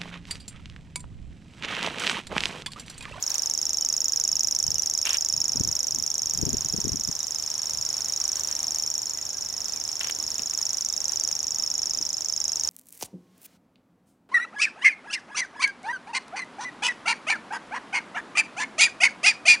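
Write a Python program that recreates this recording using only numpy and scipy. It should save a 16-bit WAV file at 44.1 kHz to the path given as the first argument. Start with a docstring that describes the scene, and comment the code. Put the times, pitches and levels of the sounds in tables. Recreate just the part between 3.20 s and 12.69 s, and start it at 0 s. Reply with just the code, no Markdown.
"""A warbler reels in a reed bed: about 26 times a second a sharp upswept tick, then a short lower note.
Each is a gliding whistle with a weak octave; the song is beamed, so it fades as the head turns away,
and the stems scatter it. Dry stems rasp by friction and snap free, soft bumps sound close by and other
birds call far off. Eddies of wind buffet the left microphone port over a rustle and a distant rumble."""
import sys
import numpy as np
from scipy import signal
from scipy.fft import rfft, irfft, next_fast_len
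from scipy.io import wavfile
from scipy.ndimage import map_coordinates

SR = 44100
rng = np.random.default_rng(int(sys.argv[2]) if len(sys.argv) > 2 else 0)


def pcm_store(signal):
    """Save signal as 16-bit PCM."""
    levels = np.round(np.clip(np.atleast_2d(signal), -1, 1) * 32767)
    wavfile.write(sys.argv[1], SR, levels.astype(np.int16).T)


N = 418509

# How the song carries as the head moves. Each row: time in seconds, relative level in dB.
SONG_LEVEL = [(0, -12.5), (1.2, -10.5), (1.85, -12), (2.3, -12.5), (3.05, -12.5), (3.6, -14.5), (4.35, -16),
              (4.85, -15.5), (5.1, -12.5), (5.25, -14), (5.5, -13.5), (5.75, -15.5), (5.92, -17.5),
              (6.2, -19.5), (6.4, -17.5), (7.2, -16.5), (7.35, -13.5), (7.85, -13.5), (8.03, -11.5),
              (8.14, -14), (9, -15), (9.15, -12), (9.49, -13)]
# The spectrum of low buffeting. Each row: frequency in Hz, relative level in dB.
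BUFFET_SPECTRUM = [(20, -38), (60, -30), (130, 0.5), (230, 2), (330, -4), (500, -13.5), (700, -30),
                   (1000, -40), (1600, -110)]


def amp(db):
    """Decibels to amplitude ratio."""
    return np.exp(np.asarray(db) * (np.log(10) / 20))


def unit(x):
    """Normalisation to rms 1."""
    return x / np.sqrt(np.mean(x ** 2) + 1e-20)


def along(points, hz):
    """Interpolation of (Hz, value) points on a logarithmic frequency axis."""
    freqs, values = np.transpose(points)
    return np.interp(np.log(hz + 1), np.log(freqs + 1), values)


def read(rows, at):
    """Linear interpolation of each later column at given values of the first."""
    first, *columns = np.transpose(rows)
    return [np.interp(at, first, column) for column in columns]


def wobble(rate):
    """Smooth random modulation: a spline through rate knots a second."""
    knots = rng.standard_normal(int(N * rate / SR) + 4)
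    fine = np.arange(0, len(knots) - 1, 1 / 4)
    return np.interp(np.arange(N) * (rate / SR), fine, map_coordinates(knots, [fine]))


def phase_of(hz):
    """Phase is the time integral of frequency."""
    return np.float32(2 * np.pi * (np.cumsum(hz / SR) % 1))


def filtered(x, response):
    """Filtering multiplies the spectrum by a frequency response."""
    size = next_fast_len(N + SR // 10, True)
    gain = np.float32(response(np.fft.rfftfreq(size, 1 / SR)))
    return irfft(rfft(np.float32(x), size) * gain, size)[..., :N]


def incoherent_noise(spectrum):
    """Coloured noise of rms 1, uncorrelated between the ears."""
    return unit(filtered(rng.standard_normal((2, N)), lambda hz: amp(along(spectrum, hz))))


def diffuse_noise(spectrum):
    """A diffuse field of rms 1: long waves reach both ears more alike than short ones."""
    # Each row: frequency in Hz, left-right correlation.
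    coherence = [(60, 0.94), (500, 0.71), (1000, 0.74), (2500, 0.09), (8000, 0.11), (15000, 0.14)]

    def response(hz):
        angle = np.arccos(np.clip(along(coherence, hz), -1, 1)) / 2
        return amp(along(spectrum, hz)) * [np.cos(angle), np.sin(angle)]

    mid, side = filtered(rng.standard_normal((2, N)), response)
    return unit(np.array([mid + side, mid - side]))


def scatter(x, t60):
    """Multiple scattering in vegetation gives each ear its own exponentially decaying tail."""
    t = np.arange(SR // 5) / SR
    tail = rng.standard_normal((2, len(t))) * amp(-60 * t / t60) * (1 - np.exp(-t / 0.0016))
    tail /= np.linalg.norm(tail, axis=1, keepdims=True)
    return signal.oaconvolve(np.float32(x)[None], np.float32(tail), axes=1)[:, :N]


def swaying(x, t60):
    """Time-varying scattering: moving stems trade one set of paths for another."""
    sway = np.float32(5 * np.arange(N) / SR)
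    return scatter(x * np.cos(sway), t60) + scatter(x * np.sin(sway), t60)


def hiss():
    """Self-noise of the microphone: faint, high and steady."""
    # Each row: frequency in Hz, relative level in dB.
    hiss_spectrum = [(3000, -30), (9000, -14), (13000, 27), (15500, -4)]
    return amp(-61) * incoherent_noise(hiss_spectrum)


def outdoors(distance_db=-48, drone_db=-62):
    """Ambient noise: a far rumble and drone, and a rustle of reeds modulated by the breeze."""
    # The strength of the rustle. Each row: time in seconds, level in dB.
    breeze = [(0, -44.5), (.17, -42.5), (.35, -50.5), (3, -50), (4.2, -46), (5.15, -42), (5.9, -48.5),
              (7.5, -45.5), (8.2, -49), (9.49, -48)]
    # Each row of both spectra: frequency in Hz, relative level in dB.
    reed_spectrum = [(300, -14), (800, 2), (1400, -1), (2600, -4.5), (5000, 1), (10000, -5.5), (15500, -14)]
    far_spectrum = [(20, -16), (45, -1.5), (70, 4.5), (115, -2.5), (200, -1.5), (400, -3), (850, -1.5),
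                    (1300, -7.5), (2000, -10.5), (4000, -8), (8000, -15.5), (12000, -13), (15500, -20.5)]
    breeze_db, = read(breeze, np.arange(N) / SR)
    rustle = unit(diffuse_noise(reed_spectrum) * amp(1.38 * wobble(25) + 3.26 * wobble(600)))
    drone = amp(drone_db + 0.58 * wobble(1.9)) * np.sin(phase_of(113 + 3 * wobble(5.0)))
    rumble = amp(distance_db + 1.27 * wobble(2.96)) * diffuse_noise(far_spectrum)
    return rumble + amp(breeze_db) * rustle + drone


def far_hum(start_s=8, rise_s=0.4, hum_hz=619, hum_db=-66, waver=0.0121, flutter_db=3):
    """A faint distant tone drifts in, randomly modulated in amplitude and frequency."""
    swell = np.clip((np.arange(N) / SR - start_s) / rise_s, 0, 1)
    envelope = amp(hum_db + flutter_db * wobble(13)) * swell
    return envelope * np.sin(phase_of(hum_hz * (1 + waver * wobble(40))))


def far_birds(gain_db=-1.5, waver=0.016, arch=0.034, flutter_db=3, echo_db=-3):
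    """Thin arched whistles flutter, smeared by scattering on their long path."""
    # Each row: start and length in seconds, nominal first and last pitch in Hz, relative level in dB.
    whistles = [(0.603, .06, 3070, 2870, -51), (0.68, 0.055, 2450, 2950, -52),
                (0.892, .06, 3340, 3310, -59), (1.042, 0.047, 3050, 2520, -51),
                (1.125, .055, 3100, 2520, -49), (1.453, 0.038, 2900, 3020, -50),
                (1.55, .052, 3060, 2520, -47), (1.68, .07, 1900, 1980, -61),
                (3.985, 0.052, 3870, 3680, -45.5), (4.914, 0.069, 3670, 3800, -47),
                (5.863, .075, 4150, 4340, -49), (5.94, 0.089, 2040, 1900, -49),
                (6.121, 0.078, 1610, 1566, -56), (6.27, 0.11, 2030, 1860, -55),
                (6.502, 0.099, 2700, 2150, -51.5), (6.49, .06, 4270, 4180, -48),
                (7.085, 0.064, 4100, 4400, -47), (7.7, .07, 3550, 3850, -48), (7.99, .06, 4700, 4490, -45)]
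    calls = np.zeros(N)
    bend = 1 + waver * wobble(260)
    for start, length, start_hz, end_hz, db in whistles:
        on = round(start * SR) + np.arange(round(length * SR))
        progress = np.linspace(0, 1, len(on))
        swell = np.sin(np.pi * progress)
        hz = (start_hz + (end_hz - start_hz) * progress) * bend[on] * (1 + arch * (swell - .5))
        calls[on] += amp(db) * swell * np.sin(phase_of(hz))
    calls *= unit(amp(flutter_db * wobble(120)))
    return amp(gain_db) * (calls + amp(echo_db) * scatter(calls, t60=0.16))


def wind(gain_db=-1, thud_db=-5, shelter_db=-18, lumps_db=4.0, steepness=1.52, big_eddy_s=0.043):
    """Turbulent pressure on the left port: strong puffs are brighter, long ones deeper."""
    # Each row: centre in seconds, relative level in dB, half width in seconds.
    puffs = [(1.17, -56, 0.09), (1.52, -41.5, 0.061), (2.18, -40, 0.033), (2.358, -28, 0.0074),
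             (2.411, -24, 0.0071), (2.462, -31.5, 0.015), (2.41, -40.5, 0.062), (2.77, -35, 0.027),
             (3.225, -28, 0.014), (3.285, -26.5, 0.016), (3.336, -34, 0.016), (3.26, -34, 0.074),
             (3.46, -33, 0.016), (3.549, -25, 0.01), (3.587, -25.5, 0.0053), (3.651, -23.5, 0.0032),
             (3.673, -27.5, 0.0047), (3.695, -23, 0.0048), (3.745, -32, 0.01), (3.8, -31, 0.0069),
             (3.888, -23.5, 0.0075), (3.72, -44.5, 0.1), (4.58, -46, 0.049)]
    # Slow eddies. Each row: frequency in Hz, relative level in dB.
    thud_spectrum = [(15, -20), (35, -5.5), (80, 2), (150, -0.5), (300, -21), (700, -58), (2000, -90)]
    t, force, bulk = np.arange(N) / SR, np.zeros(N), np.zeros(N)
    for centre, db, width in puffs:
        on = np.abs(t - centre) < 1
        offset = (t[on] - centre) / width
        skirt = amp(-21) * np.exp(-(offset / 3.8) ** 2 / 2)  # weaker eddies lead and trail
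        puff = amp(db) * (np.exp(-offset ** 2 / 2) + skirt)
        force[on] += puff
        bulk[on] += puff * width / big_eddy_s
    peak = force.max()
    buffet = (force / peak) ** steepness * incoherent_noise(BUFFET_SPECTRUM)
    thud = amp(thud_db) * (bulk / peak) ** 0.85 * incoherent_noise(thud_spectrum)
    lumps = unit(amp(lumps_db * wobble(90)))
    exposure = amp([[0], [shelter_db]])  # the right port lies in shelter
    return amp(gain_db) * peak * (buffet + thud) * lumps * exposure


def bumps(thud_db=-3):
    """Damped resonance: soft knocks close by ring briefly over a little low noise."""
    # Each row: start in seconds, relative level in dB, resonance in Hz, 60 dB decay time in seconds.
    knocks = [(6.98, -47, 313, 0.14), (7.03, -46, 260, .1), (7.194, -42.5, 330, 0.053),
              (8.766, -45, 290, .07), (8.806, -38.5, 298, .07)]
    t, ring, push = np.arange(SR // 5) / SR, np.zeros(N), np.zeros(N)
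    for start, db, hz, t60 in knocks:
        blow = amp(db - 60 * t / t60) * (1 - np.exp(-t / .002))
        ring[round(start * SR):][:len(t)] += blow * np.sin(2 * np.pi * hz * t)
        push[round(start * SR):][:len(t)] += blow
    return ring + amp(thud_db) * push * diffuse_noise(BUFFET_SPECTRUM)


def rasps(gain_db=-6.5, grain_db=2.5, crackle_db=1.0, echo_db=-15, t60=0.11, edge_s=0.011):
    """Stick-slip friction: dry stems drag, crackle and snap free, a hollow body under a fizz."""
    # Each row: start and length in seconds, relative level in dB, fizz against body in dB.
    scrapes = [(0.091, 0.02, -36.5, 12), (.138, 0.022, -33, 5), (1.843, 0.131, -29, -14),
               (6.8, 0.1, -42, -25)]
    # Each row: start in seconds, relative level in dB, fizz against body in dB, length in seconds.
    snaps = [(1.852, -23, -19, 0.0073), (1.86, -24, -23, .006), (1.871, -13.5, -14, 0.0065),
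             (1.894, -14.5, -12, 0.0065), (1.939, -22, -15, .006), (1.943, -22, -6, 0.007),
             (1.964, -35, -7, .006), (4.49, -28, -22, 0.0045), (5.984, -27.5, -20, .006),
             (6.809, -17.5, -27, 0.0088), (6.843, -19.5, -12, 0.0083), (6.866, -18, -7, 0.0066),
             (6.8945, -22, -18, 0.0067), (6.897, -18.5, -7, 0.0081), (7.194, -12.5, -8, 0.0023),
             (7.333, -16.5, -12, 0.0018), (8.11, -26, -13, 0.0047)]
    # Each row of both spectra: frequency in Hz, relative level in dB.
    body_spectrum = [(200, -19), (600, -9.5), (1100, -5.5), (1550, -1), (2150, -2.5), (2750, 6), (3150, 3),
                     (3600, -1), (4400, -6), (8000, -8), (16000, -24)]
    fizz_spectrum = [(2000, -18), (5000, 10), (8000, -1), (13000, 0), (16000, -2)]
    t, body, fizz = np.arange(SR // 5) / SR, np.zeros(N), np.zeros(N)
    for start, length, db, fizz_db in scrapes:
        crackle = unit(amp(crackle_db * wobble(447)))[:len(t)]
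        drag = amp(db) * np.clip(np.minimum(t, length - t) / edge_s, 0, 1) * crackle
        body[round(start * SR):][:len(t)] += drag
        fizz[round(start * SR):][:len(t)] += drag * amp(fizz_db)
    for start, db, fizz_db, length in snaps:
        crack = amp(db) * (1 - np.exp(-t / 0.00073)) * np.exp(-2 * t / length)
        body[round(start * SR):][:len(t)] += crack
        fizz[round(start * SR):][:len(t)] += crack * amp(fizz_db)
    grain = amp(gain_db) * unit(amp(grain_db * wobble(1200)))
    direct = grain * (body * diffuse_noise(body_spectrum) + fizz * diffuse_noise(fizz_spectrum))
    return direct + amp(echo_db) * scatter(direct.mean(0), t60)


def reed_bed(song, scatter_db=-12, t60=0.33, twigs_db=-8, twigs_t60=0.018):
    """Reflection and scattering: stems echo and blur the song whichever way the beak points."""
    # Nearby stems and ground. Each row: delay in milliseconds, left and right gain in dB.
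    reflections = [(2.65, -15.5, -16.5), (4.4, -25, -23), (6.4, -20, -20), (8.6, -18.5, -23),
                   (11.1, -20.5, -17)]
    # Thin twigs scatter mainly the octave. Each row: frequency in Hz, relative gain in dB.
    twig_response = [(4000, -9), (7500, 2.5), (9300, 9), (11000, 3.5), (12100, -13), (13500, 9.5),
                     (16000, 16)]
    mono = song.mean(0)
    song_db, = read(SONG_LEVEL, np.arange(N) / SR)
    spread = mono * amp(song_db.mean() - song_db)  # the song without the fades of the turning head
    echoes = sum(amp([[left], [right]]) * np.pad(spread, (round(ms / 1000 * SR), 0))[:N]
                 for ms, left, right in reflections)
    blur = swaying(spread, t60) * amp([[-1], [1]])
    twigs = swaying(filtered(mono, lambda hz: amp(along(twig_response, hz))), twigs_t60)
    return echoes + amp(scatter_db) * blur + amp(twigs_db) * twigs


def syrinx(shape, ms, pitch, overtone_db, rough_db, tilt_db=0):
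    """Source and filter: a gliding, slightly airy whistle whose weak octave is shaped by the beak."""
    # Each row: frequency in Hz, relative gain of the octave in dB.
    beak_response = [(9000, 24), (11000, 0.5), (12100, -4), (13500, 5.5), (14400, 4)]
    envelope, glide = read(shape, ms)
    sounding = (ms > shape[0][0]) & (ms < shape[-1][0])
    octaves = np.log2(glide / read(shape, 0)[1])
    envelope = envelope * sounding * amp(tilt_db * octaves)  # a positive tilt weakens the low end
    phase = phase_of(glide * pitch)
    air = signal.lfilter(*signal.butter(2, [3800, 10000], "band", fs=SR), rng.standard_normal(N))
    overtone = amp(overtone_db + along(beak_response, 2 * glide * pitch)) * np.sin(2 * phase)
    return envelope * (np.sin(phase) + amp(rough_db) * unit(air) + overtone)


def warbler(pairs_per_s=25.7185, first_s=.0267, note_db=-2, note_delay_ms=11.55, click_db=-20,
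            tick_pan_db=-1, note_pan_db=-6.5):
    """A pulse train from a directional source: tick and note alternate as the bird turns its head."""
    # Each row: milliseconds from the tick's middle, relative amplitude, nominal pitch in Hz.
    tick_shape = [(-1.22, 0.012, 4400), (-0.7738, 0.34, 5200), (-0.3457, 0.84, 6000), (0, 1.075, 6480),
                  (0.74, 0.37, 7150), (1.15, 0.05, 6900), (1.72, 0.21, 6300), (3, 0.12, 6700)]
    # Each row: milliseconds from the note's start, relative amplitude, pitch ratio.
    note_shape = [(0, 0.012, .97), (.3, 0.52, 1.015), (.8, 1, 1.016), (1.8, 0.86, .992), (3, 0.83, .993),
                  (3.8, 0.49, .986), (4.5, 0.046, .965)]
    # Each row: time in seconds, lag behind a steady pace in milliseconds.
    drift = [(0, -0.2), (1.3, 1.7), (2.4, -0.58), (3.7, -0.5), (4.55, -1.5), (4.7, -2), (5.1, -2),
             (5.4, -0.7), (5.9, -1.5), (6.5, 3), (6.9, 2), (7.35, 0.5), (7.55, 1.3), (8.05, 1),
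             (8.3, -0.85), (9.49, 0.2)]
    # The octave is beamed more narrowly. Each row: time in seconds, its relative gain in dB.
    facing = [(0, -7.5), (1.2, -5.5), (3, -6.5), (4.2, -7.5), (5.1, -8.5), (5.7, -6), (6.3, -9),
              (7.6, -8.5), (9.49, -18)]
    # Head turns. Each row: time in seconds, the note's swing in dB of left over right.
    turns = [(0, 1.5), (4.3, 0.5), (4.55, 0.8), (5.45, 5), (5.65, 7), (6.3, -0.5), (7.6, -0.5), (7.85, -2),
             (9.49, -0.5)]
    # Each row: time in seconds, tick tilt in dB per octave, note sag in dB per millisecond,
    # nominal note pitch in Hz, note stress in dB.
    delivery = [(0, 6, 0.6, 5500, -.8), (1.8, 1, 0.45, 5495, 0.1), (2.6, 6, -0.1, 5495, -1.2),
                (3.45, 8, 1.5, 5510, -0.3), (4.05, 5, 1, 5510, 0), (4.2, 3, 0, 5460, -1.5),
                (4.65, -4, .1, 5435, -0.3), (5.2, 10, 0.3, 5545, -1.3), (5.65, 12, 0.5, 5485, 2),
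                (5.95, 9, 0.4, 5460, -1.2), (6.3, 2, 0.1, 5480, -0.5), (6.85, 10, 0.8, 5460, 1),
                (7.35, 7, 1.1, 5470, -0.5), (8.05, 2, 1, 5535, 0), (8.6, 0, .5, 5470, -.5),
                (9.1, 4, .1, 5470, -1.2), (9.4, 3, 0.1, 5440, -2)]
    # Single notes slip off pitch. Each row: time in seconds, shift in Hz.
    slips = [(1.582, 211), (2.671, 110), (4.149, -110), (6.171, 129), (6.832, 110.5)]
    t = np.arange(N) / SR
    steady = np.arange(first_s, N / SR, 1 / pairs_per_s)
    beats = steady + read(drift, steady)[0] / 1000
    pair = np.clip(np.searchsorted(beats, t + 1 / 150) - 1, 0, len(beats) - 1)  # each sample's beat
    chance = rng.standard_normal((9, len(beats)))  # no two pairs are quite alike
    ms = (t - beats[pair]) * 1000 + 0.1196 * chance[0][pair]
    song_db, swing_db = read(SONG_LEVEL, beats)[0], read(turns, beats)[0]
    facing_db = read(facing, beats)[0][pair]
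    tilt_db, sag_db, pitch_hz, stress_db = read(delivery, beats)
    for when, shift_hz in slips:
        pitch_hz[np.argmin(np.abs(beats - when))] += shift_hz

    tick = syrinx(tick_shape, ms, (1 + .0065 * chance[1])[pair], overtone_db=-20.5 + facing_db,
                  rough_db=-24.5, tilt_db=(tilt_db + 2.5 * chance[8])[pair])
    note_ms = (ms - note_delay_ms + 0.267 * chance[2][pair]) * np.exp(0.062 * chance[3])[pair]
    note_hz = (pitch_hz * (1 + .0045 * chance[4]))[pair]
    note = syrinx(note_shape, note_ms, note_hz, overtone_db=-23 + facing_db, rough_db=-30.5)
    note *= amp(-sag_db[pair] * np.clip(note_ms, 0, note_shape[-1][0]))
    click_envelope = np.maximum(1 - np.abs(ms + 5.05) / 0.66, 0)  # just ahead of each tick
    click = click_envelope * np.sin(phase_of(np.full(N, 6200))) * amp(click_db + 2 * chance[5])[pair]

    sides = np.array([[1], [-1]]) / 2
    tick_pan = sides * (tick_pan_db - 0.5 * swing_db)  # the tick swings against the note
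    note_pan = sides * (note_pan_db + swing_db)
    tick_gain = amp(song_db + .5 * chance[6] + tick_pan)
    note_gain = amp(song_db + note_db + stress_db + 0.95 * chance[7] + note_pan)
    return (tick + click) * tick_gain[:, pair] + note * note_gain[:, pair]


def scene():
    """Superposition: the singer close by, everything else behind it."""
    song = warbler()
    foreground = song + reed_bed(song) + rasps() + bumps()
    return foreground + far_birds() + far_hum() + wind() + outdoors() + hiss()


def record(dry):
    """Band limiting: nothing above 16 kHz passes."""
    return filtered(dry, lambda hz: hz < 16000)


dry = scene()
out = record(dry)
pcm_store(out)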